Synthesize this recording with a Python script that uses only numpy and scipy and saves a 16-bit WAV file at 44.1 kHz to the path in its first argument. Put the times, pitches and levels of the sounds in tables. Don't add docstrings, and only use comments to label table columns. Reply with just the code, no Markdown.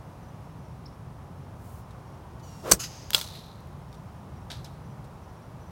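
import sys
import numpy as np
from scipy import signal
from scipy.fft import rfft, irfft, next_fast_len
from scipy.io import wavfile
from scipy.ndimage import map_coordinates

SR = 44100
rng = np.random.default_rng(int(sys.argv[2]) if len(sys.argv) > 2 else 0)


def int16_out(signal):
    q = np.round(np.clip(np.atleast_2d(signal).T, -1, 1) * 32767)
    wavfile.write(sys.argv[1], SR, q.astype(np.int16))


N = 251805

# (Hz, dB, t60 s)
IRON = [(1060, -20, .03), (1545, -21, .025), (4150, -19, .03), (4605, -14, .042), (5870, 10, .0065), (6330, -14, .035),
        (7130, -13, .025), (8050, -14, .03), (10100, -7, .014), (13400, -17, .018), (15260, -19, .02),
        (8350, -16.5, .065)]
STRIKE_S = 2.7203
# (s, blades dB, soil dB, rise s, t60 s)
DIVOT = [(2.696, -34, -61, 0.00034, 0.025), (2.7103, -29, -28.5, .0005, 0.017), (2.7134, -8, -19.5, 0.00082, .03),
         (2.716, -12.5, -12, .001, 0.026), (2.7318, -20, -25.5, .001, 0.062)]
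BLADES = [(1500, -10), (2900, -16.5), (4200, -10), (5000, -8), (6000, -0.5), (6900, -6.5), (8300, 1), (9100, -9), (11500, -8), (12600, -7.5), (14000, -12), (16000, -11.5)]  # (Hz, dB per Hz)
SOIL = [(60, -9.5), (200, -3), (290, 0), (420, -1), (640, -0.5), (850, -16.5), (1100, -6), (1600, -9.5), (2500, -18), (5000, -49)]  # (Hz, dB per Hz)
# (Hz, dB, t60 s)
WOOD = [(1408, -23, .035), (2219, -16.5, 0.013), (2750, -12, 0.017), (3373, -2.5, 0.019), (4020, -14.5, 0.04), (4300, -8.5, .014), (4960, -8.5, 0.013), (7640, -18.5, .018), (8374, -20, 0.027), (11730, -23.5, 0.0199)]
# (s, ring dB, pitch ratio, snap dB, snap t60 s)
KNOCKS = [(3.1054, -46, 1.3, -21, .009), (3.1328, -18, 1.0, -30, 0.12), (3.1465, -3.5, 1.0, -18, .024), (3.19, -35, 1.15, -31, .015), (3.2127, -22.5, 1.02, -31, 0.027),
          (3.928, -46, 1.1, -54, .03), (4.5168, -30, 1.1, -46.5, .02), (4.571, -44, 1.12, -59, .02), (4.6452, -39, 1.55, -49, .02)]
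SNAP = [(300, -3.5), (1200, 0), (2500, -2), (5000, -3), (8000, -3), (9500, -6.5), (12000, 0), (16000, -6)]  # (Hz, dB per Hz)
# (s, dB, rise s, t60 s, brightness dB per octave)
RUSTLES = [(1.906, -53.5, .002, .05, 4.5), (2.396, -53, 0.0022, 0.04, 4), (3.942, -51.5, 0.0014, .06, 4), (4.501, -38, .001, 0.24, -1),
           (4.644, -46, 0.0011, 0.15, 1.5), (5.04, -55, .004, 0.079, 8)]
LEAVES = [(400, -14), (750, -5), (1200, -13), (1620, -4.5), (2100, -11.5), (2900, -9.5), (3750, 0), (4500, -5.5), (6200, -11), (10000, -20), (12300, -23), (15800, -39.5)]  # (Hz, dB per Hz)
# (Hz, dB per Hz)
CLICK_NEAR = [(710, -46), (1200, -8), (1400, -6), (1710, -14), (1890, -13), (2030, -18), (2970, -3), (3340, -15.5),
              (3970, -11.5), (5030, -1.5), (5660, -11), (6520, 2), (8810, -18), (10900, -11), (15800, -24)]
# (Hz, dB per Hz)
CLICK_FAR = [(1500, -10), (2700, -7.5), (3500, -10), (4400, -7.5), (5050, 1), (5650, -7.5), (6350, 0.5), (7200, -13.5), (9000, -20), (16000, -24)]
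# (Hz, dB per Hz)
CRACK_NEAR = [(350, -30.5), (600, -5.5), (800, -13.5), (955, -6.5), (1110, -15.5), (1400, -4), (1540, -17), (2320, -15.5),
              (3960, -4), (4670, -7.5), (6220, -8), (6750, -11), (15800, -17.5)]
# (Hz, dB per Hz)
CRACK_FAR = [(1500, -18), (3000, -12), (3600, -3), (4050, 0.5), (4700, -9.5), (6000, -14.5), (8500, -22.5), (12000, -19), (16000, -32)]
# (s, Hz, dB)
PEEPS = [(.215, 6000, -67), (.575, 5970, -70), (2.06, 5560, -68), (3.9, 5620, -69), (4.35, 5640, -67.5), (4.835, 5900, -67), (5.22, 5950, -68), (5.352, 5620, -67.5), (5.597, 5970, -66.5)]
AIR = [(150, -32.5), (250, -4.5), (360, -1), (450, -3), (720, -2), (950, -2), (1250, -7), (1650, -15), (2250, -19.5), (4400, -26.5), (5700, -26.5), (7600, -31), (10000, -33), (15800, -34.5)]  # (Hz, dB per Hz)
RUMBLE = [(12, -52.5), (20, -30.5), (59, -1.5), (123, 1.5), (150, 0.5), (300, -17), (390, -47), (660, -120)]  # (Hz, dB per Hz)
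BEHIND_S = .115
TOP_HZ = 15900
T = np.arange(N) / SR
# (Hz, unsteadiness, dB)
SHRILL = [(8950, .008, -80), (9990, .001, -79)]
# (Hz, dB, t60 s)
GROUND = [(52.04, -7.5, 0.14), (130, -8, 0.055), (185, 0.5, 0.065), (277, -6, 0.025)]
SKIM_S, SKIM_ATTACK_S, SKIM_HOLD_S, SKIM_RELEASE_S, SKIM_DB = 1.54, 0.14, .1, .07, -59.5
DOWNSWING_S, WHIP_S, WHIP_RISE_S = 2.41, 2.628, .016
SPEED_LOSS, BRAKE_S, COAST_S = .36, .012, .27
SHAFT_DB, HEAD_DB, HISS_DB, CLOTHES_DB = -32.5, -39, -40, -60.5
HISS_RISE_DB_PER_S, HISS_FALL_DB_PER_S = 250, 330
FAINT_PEEP_EVERY_S, FAINT_PEEP_HZ, FAINT_PEEP_DB = .45, 5450, -70.5
CHIP_S, CHIP_WIDTH_S, CHIP_HZ, CHIP_DB = .8635, 0.0048, 5480, -45
CALL_S, CALL_ATTACK_S, CALL_HOLD_S, CALL_RELEASE_S, CALL_SETTLE_S = 2.42, .025, .19, .06, 0.046
# (final Hz, share sharp at the start, fade dB per s, dB of harmonics 1 to 4)
CALL_VOICES = [(2765, .16, 5, -66, -60, -80, -75), (2240, .04, 55, -80.5, -63, -64.5, -78)]
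RUMBLE_DB, RUMBLE_DRIFT_DB, AIR_DB, AIR_DRIFT_DB = -44.5, 0.8, -51, 0.52
# (Hz, dB, t60 s)
THWACK = [(320, -17, .03), (668, -14, .018), (1230, -14, .02), (1690, -20, .018)]
THWACK_S = 2.7178
DEBRIS_S, DEBRIS_PER_S, DEBRIS_DB, DEBRIS_FADE_DB_PER_S = 3.22, 22, -47.5, 14


def amp(db):
    return 10 ** (np.asarray(db) / 20)


def unit(x):
    return x / np.sqrt(np.mean(x ** 2) + 1e-20)


def noise(spectrum, tilt_db=0, size=2 * SR):
    octave = np.log2(np.fft.rfftfreq(size, 1 / SR) + 1)
    hz, db = np.transpose(spectrum)
    gain = amp(np.interp(octave, np.log2(hz), db, left=-120) + tilt_db * octave)
    return np.resize(unit(irfft(rfft(rng.standard_normal(size)) * gain, size)), N)


def swell(start, attack, hold, release):
    ramp = np.minimum((T - start) / attack, 1 - (T - start - attack - hold) / release)
    return np.sin(np.pi / 2 * np.clip(ramp, 0, 1)) ** 2


def burst(start, rise, t60):
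    age = np.arange(round(2 * t60 * SR)) / SR
    return np.pad((1 - np.exp(-age / rise)) * amp(-60 * age / t60), (round(start * SR), N))[:N]


def ring(modes, start, rise):
    age = np.arange(SR // 4) / SR
    tone = sum((-1) ** k * amp(db - 60 * age / t60) * np.sin(2 * np.pi * hz * age) for k, (hz, db, t60) in enumerate(modes))
    return np.pad(tone * (1 - np.exp(-age / rise)), (round(start * SR), N))[:N]


def scatter(x, spectrum, delay, rise, t60):
    spread = burst(delay, rise, t60)[:2 * SR] ** 2
    power = signal.fftconvolve(x ** 2, spread / spread.sum())[:N]
    return np.sqrt(np.abs(power)) * noise(spectrum)




def swing():
    speed = club_speed()
    eddies = noise([(150, -18), (330, -1), (480, 3), (700, -2), (1000, -13), (1500, -22), (4000, -39)])
    shaft = speed ** 3 * map_coordinates(eddies, [np.cumsum(speed ** .5)], mode="wrap")
    head = speed ** 4.2 * noise([(600, -6.5), (1200, 3.5), (2200, -11.0), (4000, -13.5), (8000, -25.5)])
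    hiss = amp(HISS_DB + np.minimum(HISS_RISE_DB_PER_S * (T - STRIKE_S), HISS_FALL_DB_PER_S * (STRIKE_S - T)))
    clothes = amp(CLOTHES_DB) * swell(DOWNSWING_S, attack=.05, hold=.3, release=.08)
    spray = noise([(2000, -6.5), (4000, 0), (7500, 2), (10000, -6.5), (16000, -8.5)])
    return amp(SHAFT_DB) * shaft + amp(HEAD_DB) * head + np.hypot(hiss, clothes) * spray


def strike():
    blades = sum(amp(db) * burst(s, rise, t60) for s, db, _, rise, t60 in DIVOT) * noise(BLADES)
    soil = sum(amp(db) * burst(s, rise, t60) for s, _, db, rise, t60 in DIVOT) * noise(SOIL)
    click = amp(-1.5) * ring(IRON, STRIKE_S, rise=0.00022)
    crack = amp(-6.0) * burst(STRIKE_S, .0001, .016) * noise([(1500, -5), (5500, -1.5), (10500, -1.5), (16000, -7)])
    thud = amp(-18.5) * ring(GROUND, 2.7275, rise=0.003)
    return blades + soil + click + crack + thud + ring(THWACK, THWACK_S, rise=0.00068)


def strike_echo(hit):
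    edge = amp(-20.5) * scatter(hit, CLICK_NEAR, delay=.077, rise=.002, t60=0.24)
    behind = amp(-24.5) * scatter(hit, CLICK_FAR, delay=BEHIND_S, rise=.003, t60=0.11)
    deep = amp(-30) * scatter(hit, CLICK_FAR, delay=.15, rise=.05, t60=1.1)
    return edge + behind + deep


def branches():
    wood = sum(amp(db) * ring([(hz * pitch, level, t60) for hz, level, t60 in WOOD if hz * pitch < TOP_HZ], s, rise=.0001)
               for s, db, pitch, _, _ in KNOCKS)
    snaps = sum(amp(db) * burst(s, .0001, t60) for s, _, _, db, t60 in KNOCKS) * noise(SNAP)
    crack = wood + snaps
    crown = amp(-10.5) * scatter(crack, CRACK_NEAR, delay=0.00303, rise=0.0025, t60=0.36)
    grove = amp(-23.5) * scatter(crack, CRACK_FAR, delay=.07, rise=0.05, t60=0.98)
    far_edge = amp(-27.5) * scatter(crack, CRACK_FAR, delay=.187, rise=.005, t60=.4)
    grain = unit(amp(2.2 * wobble(220)))
    return crack + grain * (crown + grove + far_edge)


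def rustles():
    stirs = sum(amp(db) * burst(s, rise, t60) * noise(LEAVES, tilt) for s, db, rise, t60, tilt in RUSTLES)
    return stirs + amp(-15.5) * scatter(stirs, CRACK_FAR, delay=0.034, rise=.02, t60=0.31)


def birds():
    notes = peeps() + chip()
    echo = amp(-12) * scatter(notes, [(3500, -25), (5300, 2), (5900, -3), (6300, -25), (9000, -60)], delay=.005, rise=.003, t60=0.22)
    return notes + echo + call()


def background():
    size = next_fast_len(N, real=True)
    rumble = amp(RUMBLE_DB + RUMBLE_DRIFT_DB * wobble(2.5)) * noise(RUMBLE, size=size)
    air = amp(AIR_DB + AIR_DRIFT_DB * wobble(0.95)) * noise(AIR, size=size)
    whine = sum(amp(db) * np.sin(2 * np.pi * np.cumsum(hz * (1 + waver * wobble(400))) / SR) for hz, waver, db in SHRILL)
    return rumble + air + whine


def wobble(rate, size=N):
    return map_coordinates(rng.standard_normal(int(size * rate / SR) + 4), [T[:size] * rate])


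def peeps(note_s=0.05, gap_s=0.054):
    song = np.zeros(N + SR)
    arch = np.hanning(round(note_s * SR))
    blur = .011 * wobble(500)
    chance = rng.uniform(-1.2, 1, (16, 3))
    faint = [((k + .5 + late / 2) * FAINT_PEEP_EVERY_S, FAINT_PEEP_HZ * (1 + .015 * sharp), FAINT_PEEP_DB + 2 * loud)
             for k, (late, sharp, loud) in enumerate(chance)]
    for s, hz, db in [row for row in PEEPS + faint if row[0] < T[-1]]:
        for start in (round(s * SR), round((s + gap_s) * SR)):
            pitch = hz * (1 + 0.011 * (arch - 1) + np.take(blur, start + np.arange(len(arch)), mode="wrap"))
            song[start:start + len(arch)] += amp(db) * arch * np.sin(2 * np.pi * np.cumsum(pitch) / SR)
    return song[:N]


def takeaway():
    skim = swell(SKIM_S, SKIM_ATTACK_S, SKIM_HOLD_S, SKIM_RELEASE_S)
    return amp(SKIM_DB) * skim * noise([(2500, -12), (7000, 0), (10000, 0.5), (14000, 0), (15500, 2.5)])


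def club_speed():
    after = np.maximum(T - STRIKE_S, 0)
    whip = (1 + np.tanh((T - WHIP_S) / (2 * WHIP_RISE_S))) / 2
    return whip * (1 - SPEED_LOSS * (1 - np.exp(-after / BRAKE_S))) * np.exp(-after / COAST_S)


def chip(bend=0.12):
    arch = np.exp(-((T - CHIP_S) / CHIP_WIDTH_S) ** 2)
    return amp(CHIP_DB) * arch ** .7 * np.sin(2 * np.pi * np.cumsum(CHIP_HZ * arch ** bend) / SR)


def call(slur=.16, slur_s=.009):
    age = np.arange(SR // 2) / SR
    voices = np.zeros(len(age))
    for hz, sharp, fade, *harmonics in CALL_VOICES:
        waver = .004 * wobble(300, len(age))
        bend = sharp * np.exp(-age / CALL_SETTLE_S) - slur * np.exp(-age / slur_s)
        phase = 2 * np.pi * np.cumsum(hz * (1 + bend + waver)) / SR
        voices += amp(-fade * age) * sum(amp(db) * np.sin(k * phase) for k, db in enumerate(harmonics, 1))
    flutter = amp(2.5 * wobble(60, len(age)))
    return np.pad(voices * flutter, (round(CALL_S * SR), N))[:N] * swell(CALL_S, CALL_ATTACK_S, CALL_HOLD_S, CALL_RELEASE_S)


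def debris(count=20):
    ticks = np.zeros(N)
    for k, (late, loud) in enumerate(rng.uniform(0, 1, (count, 2))):
        age = (k + late) / DEBRIS_PER_S
        ticks += amp(DEBRIS_DB - DEBRIS_FADE_DB_PER_S * age - 9 * loud) * burst(DEBRIS_S + age, .0001, .012)
    return ticks * noise(SNAP)


def scene():
    hit = strike()
    return (takeaway() + swing() + hit + strike_echo(hit) + branches() + debris() + rustles() + birds() + background())[None]


def record(dry):
    size = next_fast_len(N + SR // 4, real=True)
    keep = np.fft.rfftfreq(size, 1 / SR) < TOP_HZ
    return irfft(rfft(np.clip(dry, -1, 1), size) * keep, size)[:, :N]


dry = scene()
out = record(dry)
int16_out(out)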